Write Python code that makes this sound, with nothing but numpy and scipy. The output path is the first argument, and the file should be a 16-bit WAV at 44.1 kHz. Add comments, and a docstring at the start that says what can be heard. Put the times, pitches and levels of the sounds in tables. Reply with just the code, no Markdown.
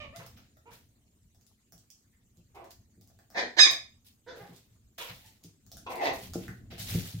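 """In a small hard-walled room, little puppies in a wire pen whimper, growl and give one sharp yip.
Each voice is a buzz from the vocal folds, mixed with puffs of air and shaped by a tiny throat.
Claws tick on the floor and wire; paws thump the floor and rustle over a fleece bed.
Behind them lie a low wavering rumble and a faint hiss. A noise suppressor opens on each sound."""
import sys
import numpy as np
from scipy import signal
from scipy.fft import rfft, irfft
from scipy.io import wavfile
from scipy.ndimage import uniform_filter1d, minimum_filter1d

SR = 44100
rng = np.random.default_rng(int(sys.argv[2]) if len(sys.argv) > 2 else 0)


def digitize_waveform(pressure):
    """Quantize a signal to 16-bit integers and store it at the path in sys.argv[1].

    Rows of a 2-D input are taken as channels; values are limited to [-1, 1].
    """
    field = np.atleast_2d(pressure).T
    bounded = np.clip(field, -1, 1)
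    quanta = np.round(bounded * 32767).astype(np.int16)
    wavfile.write(sys.argv[1], SR, quanta)


N = 317520
TIME = np.arange(N) / SR

# Whimpers and growls. Each row: start, rise and fall in seconds, peak effort and fade in dB,
# start, peak and end pitch in Hz, roughness 0-1, mouth factor (scales resonance frequencies),
# strain in dB, mouth resonance in dB, damping (scales resonance widths), left over right in dB,
# left delay in ms, direct sound gain in dB.
SYLLABLES = [ (0, 0.0033, 0.073, -47, -7.5, 640, 611.6, 570.3, 0.26, 1.21, -12, 2.5, 2.6, -8, 0.29, 0),
             (.125, 0.03, 0.031, -50.5, -21, 552, 698, 634, 0.11, 0.92, -30, -11, 2.6, 8, 0.13, -2),
             (.19, .018, .02, -50, -3, 613, 548.5, 535, 0.75, 0.79, -37, -8, 3.2, -3, 0.16, -1),
             (.565, 0.006, 0.042, -70, -10, 640, 630, 585, 0.48, 0.76, -25, 4, 0.44, -1, 0.28, 4),
             (.655, 0.019, 0.031, -52.5, -7.5, 434, 485, 499, 0.46, 1.16, -39, -7.5, 1.6, -4, 0.2, -2.5),
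             (2.125, 0.013, 0.073, -77.5, -16, 1910, 1990, 1880, 0.48, 0.94, -22, 16, 1.3, -13, 0, -4),
             (2.543, 0.021, 0.11, -49.5, -8.5, 410, 400, 313.5, 0.6, 1.105, -44, -11.5, 1.6, -2.5, -0.16, -1.5),
             (3.343, 0.038, 0.058, -27, -14.5, 199.2, 253.3, 224.4, 0.69, .96, -1.5, 3, 0.9, -2.5, -0.19, -10.5),
             (4.262, .025, 0.11, -45, -11, 430, 503.2, 467.4, 0.61, 0.79, -7.5, -4, 1.34, -5, 0, -4),
             (4.385, 0.021, 0.14, -52.5, -13, 455.4, 402.2, 372.2, 0.454, .86, -39, -6, 2.1, -3, 0, -1),
             (4.978, 0.027, 0.12, -44, -22.5, 749.4, 498.5, 478, .5, 1.37, -21, 6, 4.1, -7, .22, -6),
             (5.24, 0.0091, 0.028, -65, -11, 847, 850, 856, 0.42, 1.08, -25, 4.5, 0.62, -20, 0.031, -4),
             (5.863, 0.0047, 0.027, -36.5, -15, 427, 417, 370, 0.63, 1.37, -12.5, -8.5, 0.92, -0.5, -0.18, -3.5),
             (5.892, 0.0083, .06, -38, -4, 329, 265.9, 184.2, 0.67, 1.09, -35, -7, 1.5, .5, -0.2, -5.5),
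             (5.955, 0.04, .035, -33, 4.5, 181, 191.2, 147, 0.72, 1.086, -54, -5, 0.55, 3, -0.37, -6),
             (6.03, 0.0384, 0.0986, -31, -18.5, 151.3, 142.5, 124.2, 0.494, 1.065, -7, -1, 0.95, -3, -0.27, 1)]
# The yip, a hoarse start that snaps to a clean shriek. Each row: time in seconds, effort in dB,
# pitch in Hz, roughness, mouth factor, strain in dB.
YIP = [(3.565, -36.5, 941.6, 1.22, 1, -14.5), (3.582, -28, 853.5, 0.79, 0.89, 2.5),
       (3.597, -14.5, 1265, 0.52, .92, 5), (3.606, -18, 1269, 0.01, 0.97, 17.5),
       (3.63, -18.5, 1249, 0.1, 1, 15.5), (3.637, -21.5, 1190, 0.1, 1, 7.5),
       (3.648, -28.5, 1168, 0.2, 1, 9.5), (3.666, -22.5, 1163, 0.5, 0.94, -6),
       (3.69, -36, 980, 0.02, 1, -4)]
# Resonances that shape the voice. Each row: frequency in Hz, width in Hz, gain in dB.
LOWER_THROAT = [(354.1, 370, -3.5), (749, 425, 4.5)]
UPPER_THROAT = [(4160, 1700, 4), (5570, 500, 3), (6650, 1100, -4), (8800, 560, -28.5)]
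MOUTH = [(1884, 443, 5.5), (2510, 600, -7)]
# Claw taps. Each row: start in seconds, snap level in dB, knock over snap in dB, left over right in dB.
TICKS = [(0.1617, -42, -16, -29), (0.2643, -44, -12, -17), (0.3765, -50, -7, -18.5), (0.57, -50.5, -13, 2),
         (0.715, -53.5, 2.5, -9), (1.3473, -53, -14, 4), (1.412, -52, -36, -9.5), (1.4663, -50, -48, 19.5),
         (1.7226, -43, -11, -8.5), (1.7795, -51.5, -43, -17), (1.9033, -43, -37, -17.5),
         (2.372, -52.5, -29, -12), (2.6433, -45.5, -5, -1.5), (2.708, -42, -25, -13.5),
         (3.0118, -47, -22, -13.5), (3.075, -46, -23, -3.5), (3.0994, -59.5, -0.5, 7),
         (3.1898, -48, -7.5, -7.5), (3.2144, -72, -7, -6), (3.3027, -42.5, -10.5, 2.5), (3.3255, -59, 5, 1),
         (3.71, -30, -8.5, 12), (4.5633, -44, -32, -15), (4.9842, -38, -1.5, 1.5), (5.2624, -42.5, -31, -6),
         (5.4388, -39, -45, 1), (5.665, -48.5, -17.5, 13), (5.7169, -37, -14.5, -4), (5.7697, -37, -13, 0),
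         (5.9573, -38.5, -12, -10), (6.336, -29, -13.5, -3.5), (6.4814, -43, 7, -8), (6.7155, -49, -11, 5),
         (6.7815, -41, -8, -5)]
# Paw landings. Each row: start in seconds, peak in dB, brightness in dB per octave,
# rough ringing time in seconds.
THUMPS = [(0.044, -44, 11, 0.079), (.171, -44.5, -11.5, .082), (1.719, -54.5, -5, 0.13),
          (2.369, -54.5, -7, 0.15), (2.968, -49.5, -7.5, 0.19), (3.7, -50, -10, .22),
          (4.399, -47, -11, 0.1), (4.488, -46.5, -4.5, 0.094), (4.705, -56.5, -18, 0.073),
          (5.094, -43.5, -8, 0.036), (5.441, -46, -3.5, 0.099), (6.22, -46, -7.5, 0.16),
          (6.351, -22.5, 2.5, 0.1), (6.48, -36.5, -8, 0.097), (6.723, -38.5, 0.5, 0.068),
          (6.792, -35, -11, 0.04), (6.917, -30.5, -13, 0.073), (6.945, -20, -5, 0.068),
          (7.135, -30, -12.5, 0.066)]
# The notes the floor rings at. Each row: frequency in Hz, gain in dB.
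FLOOR_NOTES = [(110, -4.5), (183, 6), (250, 4.5), (305, -0.5), (365, 5), (470, 3), (620, -2), (800, -6),
               (1000, -23)]
# Rubs on the fleece. Each row: peak time in seconds, relative level in dB, rise in seconds,
# fade in dB per second, extra gain below 5 kHz in dB.
STROKES = [(.165, -59, 0.012, 92, 1.5), (.262, -60.5, .006, 255, -12), (.372, -68.5, .01, 119, 6),
           (0.734, -58, 0.028, 165, -0.5), (2.55, -65.5, .004, 205, -24), (2.709, -59, 0.0057, 302, -10),
           (3.011, -74, 0.0034, 97, -10.5), (4.069, -60, 0.024, 229, -11.5), (4.365, -61.5, .012, 56, -0.5),
           (4.57, -65, 0.1, 299, -6), (4.725, -76.5, .004, 120, -2.5), (4.983, -46.5, 0.0034, 73, 0),
           (5.097, -58, 0.021, 240, 12.5), (5.262, -63, 0.018, 170.5, -10),
           (5.438, -63.5, 0.0062, 182.5, -12), (5.72, -69, .015, 52, -8.5), (5.92, -52.5, 0.028, 303, -13),
           (6.058, -47.5, 0.046, 208, 11), (6.135, -49.5, 0.0083, 100.5, -8),
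           (6.236, -51.5, 0.041, 151.5, 0), (6.335, -54, 0.0029, 86, -10), (6.436, -58.5, 0.038, 138, 3),
           (6.714, -59.5, 0.011, 64, 9.5), (6.799, -44.5, 0.018, 60, -7.5), (6.907, -41, 0.038, 65, -4),
           (7.072, -50, 0.025, 159.5, -27)]
# How the rumble wavers. Each row: time in seconds, level in dB.
RUMBLE_LEVELS = [(0, -54.5), (.1, -57.5), (.5, -62), (1.0, -65.5), (1.6, -68), (2.2, -66.5), (3.15, -63),
                 (4.2, -67), (4.5, -67), (5.3, -62.5), (5.52, -69.5), (5.75, -56.5), (6.08, -60.5),
                 (6.17, -51.5), (6.82, -52), (6.96, -43), (7.2, -81)]
# The tone colour of each noise. Each row: frequency in Hz, relative level in dB.
BREATH_COLOUR = [(1500, -33), (4000, -14.5), (8000, -30), (10000, -30), (16000, -36.5)]  # air rushing past the teeth
CLAW_COLOUR = [(1000, -33.5), (2000, -29), (3500, -8), (6500, -3), (9000, -12), (12000, -10), (16000, -8)]
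FLEECE_COLOUR = [(350, -22), (600, -0.5), (1040, -12.5), (1770, -4), (3790, -2.5), (8960, -11.5),
                 (15200, -7.5), (15800, -9.5), (16500, -25.5)]
RUMBLE_COLOUR = [(12, -66.5), (20, -33), (43, -9.5), (103, 6.5), (145, -15.5), (210, -4), (236, -7.5),
                 (468, -23.5), (568, -32), (700, -27.5), (910, -65), (1540, -120)]
HISS_COLOUR = [(240, -23), (400, -5), (538, -7), (1000, -8.5), (1840, -9), (5730, -9), (6900, -1.5),
               (10500, -13), (15000, -8), (15700, -14.5), (16500, -20)]
# How alike left and right sound. Each row: frequency in Hz, likeness (1 means identical).
LIKENESS = [(60, 0.95), (180, 0.945), (550, 0.59), (1650, -0.09), (4970, -0.048), (15000, -0.084)]
# How long the room echoes. Each row: frequency in Hz, seconds to fade by 60 dB.
ECHO_TIMES = [(150, 0.38), (600, 0.31), (2500, 0.34), (6000, 0.32), (14000, 0.2)]


def puppy_voice(rows, mouth_db, damping):
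    """Uneven pulses and puffs of air pass through a small throat; strain brings out its high ring."""
    times, *columns = np.transpose(rows)
    t = np.arange(times[0], times[-1], 1 / SR)
    effort_db, hz, rough, mouth, strain_db = (np.interp(t, times, c) for c in columns)
    jitter, shimmer = flutter(len(t), 120), flutter(len(t), 200)
    cycles = np.cumsum(hz * (1 + (0.0012 + 0.25 * rough ** 2) * jitter)) / SR
    folds = sum(np.cos(2 * np.pi * k * cycles) for k in range(1, int(9200 / hz.max()) + 1))
    folds = normalise(folds * gain_of(4 * rough * shimmer))  # uneven pulses give a growl its grain
    puffs = normalise((0.055 + np.exp(-(cycles % 1) / 0.88)) * rng.standard_normal(len(t)))
    air = np.clip(rough, 0, 1) ** 2
    slack = np.clip(rough - strain_db / 25, 0, 1)  # slack folds give only air up high
    drive = (1 - air) * folds + air * puffs
    husky = (1 - np.sqrt(air)) * folds + np.sqrt(air) * puffs  # air shows more in higher resonances
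    opening = gain_of(mouth_db + 0.81 * (effort_db - effort_db.max()))  # effort opens the mouth
    mouth_ring = opening * throat(MOUTH, husky, mouth, damping)
    lower = normalise(throat(LOWER_THROAT, drive, mouth, damping) - mouth_ring)
    upper = normalise(throat(UPPER_THROAT, (1 - slack) * folds + slack * puffs, 0.92, 0.99))
    breath = coloured(puffs, BREATH_COLOUR)
    strain = gain_of(strain_db)
    voice = (lower + strain * upper) / np.sqrt(1 + strain ** 2) + breath
    return gain_of(effort_db) * voice * signal.windows.tukey(len(t), .06)


def syllable(start, rise, fall, peak_db, fade_db, start_hz, peak_hz, end_hz, rough, mouth, strain_db):
    """Plans a call in rows like YIP's. As it fades, it roughens, the mouth closes and strain eases."""
    times = start + np.r_[0, rise + fall * np.linspace(0, 1, 9)]
    spent = np.clip((times - start - rise) / fall, 0, 1)
    change_db = np.where(times > start, fade_db * spent ** 1.07, -8)  # starts 8 dB under the peak
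    hz = np.interp(times - start, [0, rise, rise + fall], [start_hz, peak_hz, end_hz])
    return np.transpose([times, peak_db + change_db, hz, rough + 0.26 * spent,
                         mouth * 0.9 ** spent, strain_db + 2.5 * change_db])


def throat(resonances, x, mouth, damping):
    """The air in the throat rings at several frequencies, added with alternating signs."""
    return sum((-1) ** k * gain_of(db) * resonate(x, hz * mouth, width * damping)
               for k, (hz, width, db) in enumerate(resonances))


def puppies():
    """Every call, twice: as it goes out into the room, and as it reaches the listener directly."""
    to_room, direct = np.zeros((2, 2, N))
    calls = [(syllable(*row[:11]), *row[11:]) for row in SYLLABLES]
    calls.append((YIP, 14, 0.7, -10, -0.15, 0.5))  # named on the next line
    for rows, mouth_db, damping, pan_db, lag_ms, direct_db in calls:
        sound = puppy_voice(rows, mouth_db, damping)
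        add(to_room, rows[0][0], sound, pan_db)
        add(direct, rows[0][0], gain_of(direct_db) * sound, pan_db, lag_ms)
    return to_room, direct


def claws():
    """Each claw tap is a tiny snap of noise, some with a duller knock underneath."""
    mix, t = np.zeros((2, N)), np.arange(512) / SR
    for start, db, knock_db, pan_db in TICKS:
        burst = rng.standard_normal(len(t))
        snap = coloured(burst, CLAW_COLOUR) * (np.exp(-t / 0.00081) + 0.38 * np.exp(-t / 0.0047))
        knock = resonate(burst * np.exp(-t / 0.0011), hz=732, width_hz=305.6)
        knock += 0.38 * resonate(burst * np.exp(-t / 0.0016), hz=1300, width_hz=1100)
        tick = snap / abs(snap).max() + gain_of(knock_db) * knock / abs(knock).max()
        add(mix, start, gain_of(db) * tick, pan_db)
    return mix


def paws():
    """A paw rings the floor's notes, a little detuned by where it lands; high notes die sooner."""
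    mix, t = np.zeros((2, N)), np.arange(SR // 4) / SR
    hz, note_db = np.transpose(FLOOR_NOTES)[:, :, None]
    octaves = np.log2(hz / hz[0])
    for start, db, brightness, ring_s in THUMPS:
        detuned_hz = hz * (1 + .07 * rng.standard_normal(hz.shape))
        fade_db = 60 * t / ring_s * (0.5 + 0.59 * octaves)
        notes = gain_of(note_db + brightness * octaves - fade_db) * np.sin(2 * np.pi * detuned_hz * t)
        rise_s = max(0.0049 - 0.00045 * brightness, 0.0005)  # a duller landing is a slower push
        ring = notes.sum(0) * (1 - np.exp(-(t / rise_s) ** 2))
        add(mix, start, gain_of(db) * ring / abs(ring).max(), pan_db=0)
    return mix


def fleece_rustle():
    """Paws and fur rub the fleece: grainy noise, split in two so each stroke has its own brightness."""
    high, low = np.zeros((2, N))
    for peak_s, db, rise, fade_rate, low_db in STROKES:
        age = TIME - peak_s
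        shape_db = np.where(age < 0, 10.5 * age / rise, -fade_rate * age)
        power = gain_of(db + shape_db) ** 2 * (age > -rise)  # starts abruptly, 10.5 dB under its peak
        high += power
        low += power * gain_of(low_db) ** 2
    high, low = (uniform_filter1d(np.sqrt(power), size=90) for power in (high, low))
    grain = gain_of(2 * flutter((2, N), 60))
    friction = noise(FLEECE_COLOUR, patchy_db=1.5, size=256) * normalise(grain)
    dull = signal.sosfilt(signal.butter(2, 5000, fs=SR, output="sos"), friction)
    return gain_of(4) * (high * (friction - dull) + low * dull)


def room_echo(x):
    """Hard walls throw back many quick echoes; each frequency band dies at its own speed."""
    echoes = np.zeros((2, SR // 2))
    delays = np.arange(200, SR // 2 - 20, 20) + rng.integers(0, 20, (2, (SR // 2 - 201) // 20))
    np.put_along_axis(echoes, delays, rng.choice([-1., 1.], delays.shape), 1)
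    hz, t, bands = signal.stft(echoes, SR, nperseg=256)
    fade = gain_of(-60 * t / look_up(ECHO_TIMES, hz)[:, None])
    tail = signal.istft(stereo(bands, hz) * fade, SR, nperseg=256)[1]
    centred = x.mean(0) + 0.13 * (x - x.mean(0))  # echoes keep little of a sound's left-right lean
    return signal.fftconvolve(centred, tail / np.linalg.norm(tail[0]), axes=1)[:, :N]


def rumble():
    """Deep noise that swells and sinks."""
    level_db = np.interp(TIME, *np.transpose(RUMBLE_LEVELS))
    return gain_of(level_db) * noise(RUMBLE_COLOUR, patchy_db=2.2, size=1024)


def hiss():
    """Faint, bright noise that flickers."""
    return gain_of(-72.5) * noise(HISS_COLOUR, patchy_db=4, size=512)


def noise_suppressor(x, depth_db, margin_db):
    """Turns down each band while it is quiet; a louder sound holds it open for a tenth of a second."""
    hz, _, bands = signal.stft(x, SR, nperseg=256)
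    power = uniform_filter1d(uniform_filter1d((abs(bands) ** 2).mean(0), 15, 0), 3, 1)
    level_db = 10 * np.log10(power + 1e-20)
    over_db = level_db - np.percentile(level_db, 20, axis=1, keepdims=True)
    held_db = -minimum_filter1d(-over_db, size=33, axis=1, origin=15)
    shut = np.clip(3 - (held_db - margin_db) / 5, 0, 1)
    shut *= np.clip(hz / 600, 0, 1)[:, None]  # spares the bass
    cut_db = depth_db * uniform_filter1d(shut, size=3, axis=1)
    return signal.istft(bands * gain_of(-cut_db), SR, nperseg=256)[1][:, :N]


def noise(colour, patchy_db, size):
    """Stereo noise of a given colour, with drifting louder and softer patches."""
    hz, _, bands = signal.stft(rng.standard_normal((2, N)), SR, nperseg=size)
    patches = rng.standard_normal(bands[0].shape)
    patches = normalise(uniform_filter1d(uniform_filter1d(patches, 8, 0), 5, 1))
    bands = stereo(bands, hz) * gain_of(look_up(colour, hz)[:, None] + patchy_db * patches)
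    return normalise(signal.istft(bands, nperseg=size)[1][:, :N])


def stereo(bands, hz):
    """Left and right get nearly the same bass but unrelated treble."""
    same = look_up(LIKENESS, hz)[:, None]
    return np.array([bands[0], same * bands[0] + np.sqrt(1 - same ** 2) * bands[1]])


def resonate(x, hz, width_hz):
    """A resonance that can glide: shifts hz down to zero, smooths twice and shifts back."""
    turn = np.exp(2j * np.pi * np.cumsum(hz * np.ones(len(x))) / SR)
    r = np.exp(-np.pi * width_hz / SR)
    return 2 * (turn * signal.lfilter([(1 - r) ** 2], [1, -2 * r, r * r], x / turn)).real


def coloured(x, colour):
    """Gives a sound the tone colour in a table."""
    hz = np.fft.rfftfreq(len(x), 1 / SR)
    return irfft(rfft(x) * gain_of(look_up(colour, hz)), len(x))


def flutter(shape, samples):
    """A random wobble, smoothed over some samples."""
    return normalise(uniform_filter1d(rng.standard_normal(shape), size=samples))


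def add(mix, start, sound, pan_db, lag_ms=0):
    """Places a sound in the mix, with the left side pan_db louder and lag_ms later."""
    for channel, side in zip(mix, (1, -1)):
        first = max(round((start + side * lag_ms / 2000) * SR), 0)
        part = channel[first:first + len(sound)]
        part += gain_of(side * pan_db / 2) * sound[:len(part)]


def look_up(table, hz):
    """Reads between a table's rows on a log-frequency scale."""
    row_hz, value = np.transpose(table)
    return np.interp(np.log(hz + 1), np.log(row_hz + 1), value)


def normalise(x):
    """Scales to an average (rms) level of 1."""
    return x / np.sqrt(np.mean(x ** 2) + 1e-20)


def gain_of(db):
    """Turns decibels into a factor."""
    return 10 ** (np.asarray(db) / 20)


def scene():
    """Voices, claws and paws echo in the room, over rustle, rumble and hiss."""
    to_room, voices = puppies()
    ticks, thumps = claws(), paws()
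    echo = room_echo(gain_of(-0.5) * to_room + gain_of(5) * ticks + gain_of(-2.5) * thumps)
    background = rumble() + hiss()
    return voices + ticks + thumps + echo + fleece_rustle() + background


def record(dry):
    """Suppresses noise, rounds off any peak near full scale and cuts the highest treble."""
    quiet = noise_suppressor(dry, depth_db=2, margin_db=1)
    rounded = quiet / (1 + abs(quiet / .97) ** 6) ** (1 / 6)
    low_pass = signal.firwin(511, 16150, window=("kaiser", 9), fs=SR)
    return signal.oaconvolve(rounded, low_pass[None], "same")


dry = scene()
out = record(dry)
digitize_waveform(out)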